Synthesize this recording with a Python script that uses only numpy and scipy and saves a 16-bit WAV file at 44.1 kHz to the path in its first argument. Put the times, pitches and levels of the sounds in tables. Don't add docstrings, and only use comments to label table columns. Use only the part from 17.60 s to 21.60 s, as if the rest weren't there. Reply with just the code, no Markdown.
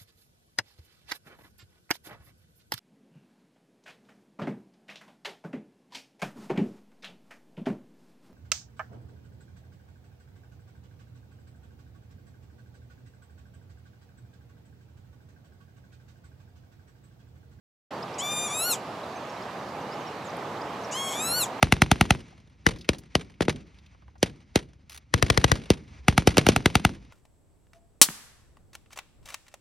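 import sys
import numpy as np
from scipy import signal
from scipy.fft import rfft, irfft, next_fast_len
from scipy.io import wavfile
from scipy.ndimage import uniform_filter1d, map_coordinates

SR = 44100
rng = np.random.default_rng(int(sys.argv[2]) if len(sys.argv) > 2 else 0)


def to_wav(s):
    ch = np.atleast_2d(s).T
    pcm = np.round(np.clip(ch, -1, 1) * 32767)
    wavfile.write(sys.argv[1], SR, pcm.astype(np.int16))


def attenuation_scalar(level_db):
    decades = np.asarray(level_db, float) / 20
    return 10 ** decades


N = 176400
TOP_HZ = 15750
MIDDLE_HZ = 1200


def along(points, hz):
    f, v = np.transpose(points)
    return np.interp(np.log(hz + 1), np.log(f + 1), v)


def unit(x):
    return x / np.sqrt(np.mean(x ** 2) + 1e-20)


def curves(rows):
    s, *cols = np.transpose(rows)
    return [np.interp(np.arange(N) / SR, s, c) for c in cols]


def gate(start, end, edge):
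    t = np.arange(N) / SR
    return np.sin(np.pi / 2 * np.clip(np.minimum(t - start, end - t) / edge, 0, 1)) ** 2


def wobble(rate):
    return map_coordinates(rng.standard_normal(N // 20), [np.arange(N) * rate / SR])


def filtered(x, response):
    m = next_fast_len(N + SR // 2)
    return irfft(rfft(x, m) * response(np.fft.rfftfreq(m, 1 / SR)), m)[..., :N]


def peak(f, centre, width):
    return 1j * f * width / (centre ** 2 - f * f + 1j * f * width)


# start_s, pitch_hz
CALL_PITCH = [
    [(.585, 955), (.607, 1028), (.621, 1120), (.629, 1154), (.707, 1201), (.835, 1208), (.863, 1206),
     (.872, 1186)],
    [(.876, 1158), (.892, 1149), (.924, 1165), (.946, 1222), (1.012, 1307), (1.04, 1368)],
    [(1.045, 1383), (1.063, 1428), (1.074, 1447), (1.086, 1448), (1.1, 1421), (1.11, 1392), (1.121, 1348),
     (1.137, 1220), (1.16, 960)],
    [(3.31, 794), (3.332, 963), (3.354, 1020), (3.386, 1088), (3.466, 1099), (3.49, 1073), (3.5, 1107),
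     (3.53, 1095), (3.555, 1134)],
    [(3.56, 1168), (3.574, 1157), (3.626, 1276), (3.724, 1392), (3.74, 1417)],
    [(3.745, 1432), (3.765, 1468), (3.776, 1481), (3.786, 1476), (3.8, 1432), (3.815, 1370), (3.827, 1298),
     (3.845, 1126), (3.865, 1010)],
]
# start_s, level_db, brightness_db_per_octave
EFFORT = [
    [(0.585, -40, 1), (0.6, -31.5, -1.5), (.622, -34.5, -1), (.71, -32, -1.5), (0.831, -32, -2),
     (0.875, -33, -3.5)],
    [(0.875, -36, -2), (0.893, -36.5, -5.5), (1.035, -28, 0.5), (1.083, -28.5, -2.5), (1.115, -25, 2),
     (1.139, -29.5, 2.5), (1.16, -44.5, 0)],
    [(3.31, -47, -9), (3.326, -37, 1), (3.362, -33, -3), (3.47, -34.5, -3), (3.56, -37, -2)],
    [(3.56, -36, -4.5), (3.714, -28.5, -0.5), (3.78, -28.5, -3.5), (3.816, -25.5, 2), (3.84, -28.5, 3),
     (3.865, -49.5, 0)],
]
# start_s, middle_resonance_db, upper_resonance_hz, upper_resonance_db, nasal_notch_hz
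BILL_SHAPE = [
    [(.585, 7, 11300, -22, 10000), (.605, 2.5, 11100, -17, 10000), (.63, -15, 11500, -12, 9200),
     (.665, -7, 10300, -10, 8600), (.72, 2, 10400, 0.5, 8450), (.865, 2.5, 10460, 0.5, 8450)],
    [(.885, 0, 10600, -3, 8900), (.93, 5, 10500, 2, 8340), (.99, 0.5, 10550, 5.5, 8900),
     (1.05, -5, 11200, 1, 9100), (1.08, -6, 11160, 0, 9300), (1.11, -4.5, 10800, 1.5, 8900),
     (1.16, -0.5, 10700, -14, 9300)],
    [(3.31, 7, 10400, -26, 9500), (3.35, -7, 10700, -7, 9500), (3.39, -5.5, 11400, -5, 9300),
     (3.47, -1, 11400, -0.5, 9400), (3.55, -1.5, 11800, -5.5, 8900)],
    [(3.6, 1.5, 10800, 0, 8900), (3.66, 3.5, 11560, 1, 8900), (3.72, -2.5, 11060, 3.5, 9200),
     (3.78, 0.5, 11340, 3.5, 9400), (3.81, -6.5, 10940, 1.5, 8900), (3.865, 1.5, 10700, -17, 9200)],
]


def lapwing():
    edge_s, jitter_cycles, jitter_hz = .004, .11, 650
    breath_db, clear_breath, rattle_hz, rattle_db = -6.5, .08, 180, 6
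    calls = (CALL_PITCH[:3:2], CALL_PITCH[3::2])
    sounding = sum(gate(first[0][0] - edge_s, last[-1][0] + 2 * edge_s, 2 * edge_s) for first, last in calls)
    hoarse = hoarseness(edge_s)
    tracks = curves(sum(CALL_PITCH, [])) + curves(sum(EFFORT, []))
    hz, effort_db, bright_db = [uniform_filter1d(c, size=200) for c in tracks]
    quaver_hz = 3.5 * wobble(45)
    phase = 2 * np.pi * (np.cumsum(hz + quaver_hz) / SR + hoarse * jitter_cycles * wobble(jitter_hz))

    now = sounding > 0
    k = np.arange(1, 19)[:, None]
    f = k * hz[now]
    wander_db = 2 * np.array([wobble(35)[now] for _ in k])
    source = attenuation_scalar(bright_db[now] * np.log2(f / PIPE[1][0]) + wander_db) * (f < TOP_HZ)
    bill = sum(BILL_SHAPE, [])
    throat = windpipe(f, hz[now], *[c[now] for c in curves(bill)])
    pulses = np.zeros(N)
    pulses[now] = np.sum(source * throat * np.exp(1j * k * phase[now]), axis=0).real
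    pulses = pulses / np.sqrt(np.abs(uniform_filter1d(pulses ** 2, size=1500)) + 1e-9)

    puffs = (1 + np.cos(phase)) * rng.standard_normal(N)
    mean_bill = np.mean(bill, axis=0)[1:]
    breath = unit(filtered(puffs, lambda f: windpipe(f, MIDDLE_HZ, *mean_bill) * f))
    rattle = np.sin(2 * np.pi * rattle_hz * np.arange(N) / SR + 2 * wobble(50))
    rough_db = rattle_db * hoarse * rattle + 2.2 * hoarse * wobble(400) + 0.57 * wobble(60)
    voice = pulses * attenuation_scalar(rough_db) + attenuation_scalar(breath_db) * (hoarse + clear_breath) * breath
    return attenuation_scalar(effort_db + 1.2) * sounding * voice


# start_s, end_s, extra_hoarseness (0-1)
BREAKS = [(.578, .588, .3), (.66, .664, .06), (.877, .9, .16), (.9, .915, .22), (.915, .93, .14),
          (1.08, 1.098, .06), (1.11, 1.126, .08), (1.126, 1.148, .15), (1.148, 1.17, .55), (3.3, 3.322, .3),
          (3.481, 3.497, .2), (3.497, 3.508, .06), (3.508, 3.535, .24), (3.535, 3.556, .4),
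          (3.556, 3.585, .17), (3.585, 3.62, .1), (3.815, 3.83, .08), (3.83, 3.85, .14), (3.85, 3.875, .55)]


def hoarseness(edge_s):
    breaks = sum(more * gate(a - edge_s, b + edge_s, 2 * edge_s) for a, b, more in BREAKS)
    return np.clip(.035 + breaks, 0, 1)


# centre_hz (at middle pitch), width_hz, level_db, power of pitch followed, growth_db_per_octave of pitch
PIPE = [(1427, 440, -7.5, 0.78, 0.5), (2450, 300, -4, 0, -12), (3600, 730, -1, 1, -1),
        (7454, 800, 3, 0.29, -4), (10900, 840, 1.5, 0, 3), (14870, 580, -18.5, 0.11, 45)]


def windpipe(f, hz, middle_db, upper_hz, upper_db, notch_hz):
    up = hz / MIDDLE_HZ
    shift = [1, 1, 1, 1, upper_hz / PIPE[4][0], 0.97]
    more_db = [0.068, 0.16, 0, middle_db, upper_db, 0]
    peaks = 0
    for i, (centre, width, db, power, grow_db) in enumerate(PIPE):
        gain = attenuation_scalar(db + grow_db * np.log2(up) + more_db[i])
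        peaks = peaks + (-1) ** i * gain * peak(f, centre * shift[i] * up ** power, width)

    def hollow(depth, centre, width):
        return 1 - depth * peak(f, centre, width)

    above_notch = (1 + np.tanh((f - notch_hz) / 500)) / 2
    shade_db = .9 * np.minimum(upper_db + 9, 0) * above_notch
    throat = hollow(.65, 4700 * up ** .45, 800)
    nose = hollow(.8, notch_hz, 1170)
    gap = hollow(.95, 1.073 * upper_hz, 1400)
    return attenuation_scalar(shade_db) * peaks * throat * nose * gap


# start_s, length_s, from_hz, to_hz, level_db
PEEPS = [(0.342, 0.052, 4780, 4500, -64), (0.423, 0.017, 4440, 5500, -50.5), (0.524, 0.03, 3680, 6700, -62),
         (0.536, 0.02, 4530, 5500, -54.5), (.71, .02, 4600, 5300, -52), (1.432, 0.014, 3600, 4200, -54),
         (1.555, 0.026, 6220, 6300, -59.5), (1.688, 0.025, 5095, 5680, -61), (1.692, .018, 6250, 6600, -64),
         (1.761, 0.023, 3590, 4100, -56.5), (1.819, 0.013, 4470, 5300, -53.5),
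         (0.311, 0.047, 3300, 5030, -63), (2.085, .015, 4650, 5300, -60), (2.21, .015, 6000, 6130, -65),
         (2.308, 0.044, 4450, 5580, -56), (2.401, 0.02, 6400, 6430, -65), (2.46, 0.033, 5600, 5440, -61),
         (2.639, 0.053, 8800, 5960, -58.5), (2.692, 0.011, 4530, 5230, -56),
         (2.703, 0.004, 5380, 6200, -55), (2.964, 0.013, 3480, 4230, -58), (3.01, 0.016, 4330, 5300, -54.5),
         (3.239, 0.024, 4870, 6000, -57), (3.234, 0.0126, 6073, 6400, -57)]


def small_birds():
    out = np.zeros(N)
    for s, length, from_hz, to_hz, db in PEEPS:
        u = np.arange(round(length * SR)) / SR / length
        hz = from_hz + (to_hz - from_hz) * u * (1.5 - .5 * u)
        swell = np.sin(np.pi * u) * attenuation_scalar(2.5 * wobble(255)[:len(u)])
        out[round(s * SR):][:len(u)] += attenuation_scalar(db + 9.0) * swell * np.sin(2 * np.pi * np.cumsum(hz) / SR)
    return out


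# start_s, pitch_hz, level_db
FAR = [
    (2.131, 2450, -60),
    (2.2, 2780, -54),
    (2.3, 2950, -55),
    (2.41, 2990, -58),
    (2.5, 2950, -56),
    (2.57, 2850, -67),
]


def far_lapwing():
    hz, db = curves(FAR)
    level = attenuation_scalar(db + 1.5 * wobble(30.2)) * gate(FAR[0][0], FAR[-1][0], .02)
    return level * np.sin(2 * np.pi * np.cumsum(hz + 25 * wobble(60)) / SR)


def tick():
    start_s, level_db, centre_hz, width_hz, t60_s = 2.769, -32, 9800, 2400, .008
    t = np.arange(N) / SR
    snap = (t >= start_s) * attenuation_scalar(level_db - 60 * np.abs(t - start_s) / t60_s) * rng.standard_normal(N)
    return filtered(snap, lambda f: peak(f, centre_hz, width_hz) ** 2)


def field(x):
    t60_s, delay_s, spread = 0.17, .004, .3
    t = np.arange(SR // 4) / SR
    tail = rng.standard_normal((2, len(t))) * attenuation_scalar(-60 * t / t60_s) * (t > delay_s)
    tail = tail[0] + spread * np.array([[1], [-1]]) * tail[1]
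    return signal.fftconvolve(x[None], tail / np.linalg.norm(tail[0]), axes=1)[:, :N]


# start_s, strength_db
WIND = [(.3, -40.5), (.7, -40), (2, -40), (2.7, -39.3), (3.2, -38.8), (4, -38.8)]
# frequency_hz, density_db per Hz
ROAR = [(28, -36), (45, -33), (75, -12), (130, -2), (280, -3), (800, 0.5), (1250, -4), (2400, -43.5)]
# frequency_hz, density_db per Hz
HISS = [(880, -68), (1500, -1), (4350, -13), (5290, -16.5), (7770, -23.5), (9010, -24.5), (14000, -36),
        (15800, -71)]


def wind():
    strength_db, = curves(WIND)
    gust_db = strength_db - strength_db.mean()
    roar_db = 3 + gust_db + .5 * wobble(6.14) + .4 * wobble(17)
    hiss_db = -6.5 + gust_db + .3 * wobble(8.1)
    roar = attenuation_scalar(roar_db) * rush(ROAR, patchy_db=0.44)
    hiss = attenuation_scalar(hiss_db) * rush(HISS, patchy_db=-1.15)
    return attenuation_scalar(strength_db.mean()) * (roar + hiss)


# frequency_hz, left_right_likeness (0-1)
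ALIKE = [(60, 0.98), (130, 1.0), (290, 0.99), (640, 0.98), (1410, 0.74), (3100, 0.76), (6820, 0.55),
         (15000, 0.42)]
# frequency_hz, left_minus_right_db
LEAN = [(60, -0.5), (150, 0), (380, -0.5), (950, -3), (2380, -4.5), (5980, -5), (15000, 1.5)]


def rush(spectrum, patchy_db):
    z = signal.stft(rng.standard_normal((2, N)), nperseg=512)[2]
    patches = rng.standard_normal(z.shape[1:])
    patches = uniform_filter1d(uniform_filter1d(patches, 6, 0), 14, 1)
    pair = signal.istft(z * attenuation_scalar(patchy_db * unit(patches)), nperseg=512)[1][:, :N]

    def mid_side(hz):
        turn = np.arccos(np.clip(along(ALIKE, hz), -1, 1)) / 2
        return attenuation_scalar(along(spectrum, hz)) * [np.cos(turn), np.sin(turn)]

    def lean(hz):
        return attenuation_scalar(along(LEAN, hz) * np.array([[.5], [-.5]]))

    mid, side = filtered(pair, mid_side)
    return unit(filtered(np.array([mid + side, mid - side]), lean))


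def scene():
    pan_db, echo_db = 1.9, -18
    birds = lapwing() + small_birds() + far_lapwing() + tick()
    direct = birds * attenuation_scalar([[pan_db / 2], [-pan_db / 2]])
    return direct + attenuation_scalar(echo_db) * field(birds) + wind()


def low_pass(x):
    return signal.sosfilt(signal.butter(12, 16160, fs=SR, output="sos"), x)


def record(dry):
    dip_hz, dip_width_hz, dip_depth, top_fade_hz = 9100, 900, .74, 900
    start_s, rise_s = .305, .007

    def microphone(f):
        band = np.clip((TOP_HZ - f) / top_fade_hz, 0, 1) ** .5
        return (1 - dip_depth * peak(f, dip_hz, dip_width_hz)) * band

    heard = filtered(dry, microphone) * gate(start_s, np.inf, rise_s)
    return low_pass(heard)


dry = scene()
out = record(dry)
to_wav(out)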